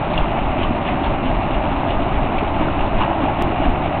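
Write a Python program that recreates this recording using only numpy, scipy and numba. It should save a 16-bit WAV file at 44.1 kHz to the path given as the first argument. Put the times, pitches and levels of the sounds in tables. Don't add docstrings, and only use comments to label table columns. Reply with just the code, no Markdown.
import sys
import numpy as np
from scipy import signal
from scipy.fft import rfft, irfft
from scipy.io import wavfile
from scipy.ndimage import uniform_filter1d
from numba import njit

SR = 44100
rng = np.random.default_rng(int(sys.argv[2]) if len(sys.argv) > 2 else 0)


def digitize_waveform(pressure):
    field = np.atleast_2d(pressure).T
    bounded = np.clip(field, -1, 1)
    quanta = np.round(bounded * 32767).astype(np.int16)
    wavfile.write(sys.argv[1], SR, quanta)


N = 176400


def undb(db):
    return 10 ** (np.asarray(db) / 20)


def unit(x):
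    return x / np.sqrt(np.mean(x ** 2))


def colour(x, points):
    hz, db = np.array(points, float).T
    bin_hz = np.maximum(np.arange(N // 2 + 1) * SR / N, 1)
    gain = undb(np.interp(np.log(bin_hz), np.log(hz), db))
    return unit(irfft(rfft(x) * gain, N))


def swells(times, db, rise_s, fall_s):
    dt = np.arange(N) / SR - times[:, None]
    width_s = np.where(dt < 0, rise_s, fall_s)
    return np.sqrt(np.sum(undb(db)[:, None] ** 2 * np.exp(-(dt / width_s) ** 2), axis=0))


@njit
def ring(start_s, hz, cycles, size, glide):
    out = np.zeros(N)
    for k in range(len(start_s)):
        length = cycles[k] * SR / hz[k]
        first, phase = int(start_s[k] * SR), 0.
        for i in range(min(int(length), N - first)):
            phase += 2 * np.pi * hz[k] * (1 + glide * i / length) / SR
            out[first + i] += size[k] * np.exp(-6.9 * i / length) * np.sin(phase)
    return out


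def cloud(per_s, low_hz, high_hz, cycles, spread_db, glide):
    when, pitch, big, life = rng.random((40000, 4))[:int(per_s * N / SR)].T
    hz = low_hz * (high_hz / low_hz) ** pitch
    strength = np.minimum(-np.log(1 - big), 4.5)
    size = hz * undb(spread_db * strength)
    return unit(ring(when * N / SR, hz, cycles * 2 ** (life - .5), size, float(glide)))


def wall(x, scatter_db=-8.5, t60_s=.2, build_s=0.0088):
    t = np.arange(SR // 2) / SR
    tail = rng.standard_normal(len(t)) * np.exp(-np.log(1000) * t / t60_s) * (1 - np.exp(-t / build_s))
    scatter = signal.fftconvolve(x, tail / np.linalg.norm(tail))[:N]
    return (x + undb(scatter_db) * scatter) / np.hypot(1, undb(scatter_db))


def pour():
    # (frequency [Hz], relative level [dB])
    drop_spectrum = [(280, -38), (480, -15), (575, -2), (653, 0), (805, -2), (1690, -17), (2200, -15),
                     (2840, -14.5), (3220, -24), (3760, -26), (4190, -35), (5450, -85.5)]
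    # (frequency [Hz], relative level [dB])
    bubble_spectrum = [(400, -31.5), (480, -12.5), (580, -4), (670, -1), (800, -1), (1000, -6.5),
                       (1350, -12.5), (1800, -28.5), (2600, -27)]
    # (time [s], relative level [dB])
    gurgle = [(0, 1), (1.198, 0.5), (2.0, 2), (2.9, -1), (3.1, 2.5), (3.301, 2), (3.45, 2), (4, 1.5)]
    drops = cloud(per_s=8000, low_hz=450, high_hz=4500, cycles=3.9, spread_db=1.5, glide=0)
    bubbles = cloud(per_s=1200, low_hz=489, high_hz=1733, cycles=22, spread_db=0.9, glide=0.061)
    bubble_db = -28 + np.interp(np.arange(N) / SR, *np.array(gurgle).T)
    return undb(-24.5) * colour(drops, drop_spectrum) + undb(bubble_db) * colour(bubbles, bubble_spectrum)


def churn():
    # (frequency [Hz], relative level [dB])
    spectrum = [(41, -27.5), (70, -1.5), (204, -4.5), (273, -1), (351, -4), (480, -13.5), (620, -39),
                (1060, -120)]
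    gulps = cloud(per_s=1500, low_hz=54.4, high_hz=506, cycles=8.1, spread_db=1.67, glide=0.061)
    return undb(-23) * colour(gulps, spectrum)


def surges(floor_db=-28):
    # (time [s], relative level [dB])
    heaves = [(0.21, -22), (0.461, -21), (0.64, -22), (0.93, -26.5), (1.11, -21), (1.32, -18.5),
              (1.56, -21.5), (1.77, -23), (1.97, -21), (2.17, -18), (2.37, -27), (2.59, -29.5),
              (2.802, -25.5), (2.98, -19), (3.251, -29), (3.45, -24), (3.66, -18.5), (3.88, -30.5)]
    # (frequency [Hz], relative level [dB])
    spectrum = [(4, -17.5), (12, 0.5), (22, -2), (50, -4.5), (80, -19), (200, -29), (500, -72)]
    times, db = np.array(heaves, float).T
    envelope = np.hypot(undb(floor_db), swells(times, db + 2, rise_s=.04, fall_s=0.058))
    return envelope * colour(rng.standard_normal(N), spectrum)


def droplets():
    # (frequency [Hz], relative level [dB])
    spectrum = [(1000, -7.5), (1600, 2.5), (2900, -1), (3700, -6.5), (4300, -23.5)]
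    drops = cloud(per_s=97, low_hz=1500, high_hz=3730, cycles=8.8, spread_db=1.4, glide=.08)
    return undb(-42.5) * colour(drops, spectrum)


def slaps(rise_s=0.0079, t60_s=0.055):
    # (time [s], relative level [dB], centre frequency [Hz])
    impacts = [(0.1315, -14.5, 2300), (0.132, -24, 3450), (0.1745, -22.5, 3320), (0.3705, -20, 2150),
               (0.629, -14.5, 2900), (0.885, -20, 2470), (1.038, -27.5, 2460), (1.038, -24.5, 3300),
               (1.057, -25, 3170), (1.54, -24, 2890), (1.901, -23, 3200), (2.3785, -13.5, 2480),
               (2.802, -26, 2720), (3.012, -18.5, 2600), (3.021, -19, 1130)]
    out = np.zeros(N + SR)
    t = np.arange(SR // 8) / SR
    envelope = np.minimum(t / rise_s, 1) * np.exp(-np.log(1000) * t / t60_s)
    for when, db, hz in impacts:
        band = signal.iirpeak(hz, Q=5.3, fs=SR)
        noise = rng.standard_normal(len(t))
        crack = unit(signal.lfilter(*band, signal.lfilter(*band, noise)))
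        first = int(when * SR)
        out[first:first + len(t)] += undb(db - 2.5) * envelope * crack
    return wall(out[:N])


def buckets():
    # (time [s], relative spray level [dB], relative slosh level [dB])
    passes = [(0.175, -36.5, -31), (0.38, -35, -38), (0.615, -32.5, -41), (0.884, -30.5, -36),
              (1.05, -35, -29), (1.27, -36.5, -35.5), (1.545, -34.5, -39), (1.72, -40.5, -30),
              (1.91, -34, -37.5), (2.15, -37.5, -40), (2.385, -40, -35.5), (2.615, -35, -28.5),
              (2.814, -37, -28), (3.019, -31.5, -23), (3.24, -35, -25), (3.42, -33.5, -29),
              (3.644, -32.5, -28.5), (3.85, -35.5, -44)]
    # (frequency [Hz], relative level [dB])
    spray_spectrum = [(900, -22), (1700, -7), (2300, -2), (2850, -0.5), (3200, -4.5), (3700, -8.5),
                      (4300, -34), (5000, -49)]
    # (frequency [Hz], relative level [dB])
    slosh_spectrum = [(400, -30), (600, -2), (850, 1), (1200, -7), (1800, -11.5), (3000, -38.5)]
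    times, spray_db, slosh_db = np.array(passes, float).T
    drops = cloud(per_s=2500, low_hz=1200, high_hz=4420, cycles=1.6, spread_db=2.5, glide=.05)
    bubbles = cloud(per_s=1800, low_hz=484, high_hz=2200, cycles=5.6, spread_db=2.0, glide=0.085)
    spray = colour(drops, spray_spectrum) * swells(times, spray_db + 0.5, rise_s=0.022, fall_s=0.02)
    slosh = colour(bubbles, slosh_spectrum) * swells(times, slosh_db + 1.5, rise_s=0.023, fall_s=.035)
    return wall(spray + slosh)


def plops(rise_s=.003, glide_per_s=2.1):
    # (time [s], relative level [dB], starting pitch [Hz], 60 dB decay time [s])
    bubbles = [(.175, -21, 3300, .02), (0.176, -14.5, 2770, .02), (.3235, -15.5, 760, .028),
               (0.647, -15, 1130, 0.024), (.882, -26.5, 2000, .11), (.886, -11.5, 718, .06),
               (1.062, -17, 898, .06), (1.257, -12, 251, 0.087), (1.611, -13, 626, .035),
               (1.903, -24.5, 2860, .025), (2.42, -17, 413, 0.13), (2.607, -12, 289, .07),
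               (2.62, -14, 920, .025), (2.682, -16.5, 1370, 0.023), (3.0139, -8, 990, .008),
               (3.022, -21.5, 2836, .025), (3.087, -18, 318, 0.045), (3.108, -12.5, 810, 0.044),
               (3.234, -7.5, 260, 0.059), (3.279, -12.5, 834, 0.066), (3.294, -18, 750, 0.036),
               (3.440, -17, 342, 0.11), (3.6, -11.5, 283, 0.074), (3.655, -13, 205, 0.088)]
    out = np.zeros(N + SR)
    t = np.arange(SR // 8) / SR
    attack = np.sin(np.pi / 2 * np.minimum(t / rise_s, 1)) ** 2
    for when, db, hz, t60_s in bubbles:
        envelope = attack * np.exp(-np.log(1000) * np.maximum(t - rise_s, 0) / t60_s)
        phase = 2 * np.pi * hz * t * (1 + glide_per_s * t / 2)
        first = int(when * SR)
        out[first:first + len(t)] += undb(db - 0.5) * envelope * np.sin(phase)
    return wall(out[:N])


def click(at_s=3.4233, fade_s=0.00026):
    dt = np.arange(N) / SR - at_s
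    return undb(-14) * (dt >= 0) * np.exp(-np.abs(dt) / fade_s)


def scene():
    return (pour() + churn() + buckets() + surges() + slaps() + plops() + droplets())[None]


def record(dry):
    muffle_hz, top_hz = 4290, 15700
    muffled = signal.sosfilt(signal.ellip(10, .2, 80, muffle_hz, fs=SR, output="sos"), dry)
    return signal.sosfilt(signal.ellip(8, .2, 80, top_hz, fs=SR, output="sos"), muffled + click())


dry = scene()
out = record(dry)
digitize_waveform(out)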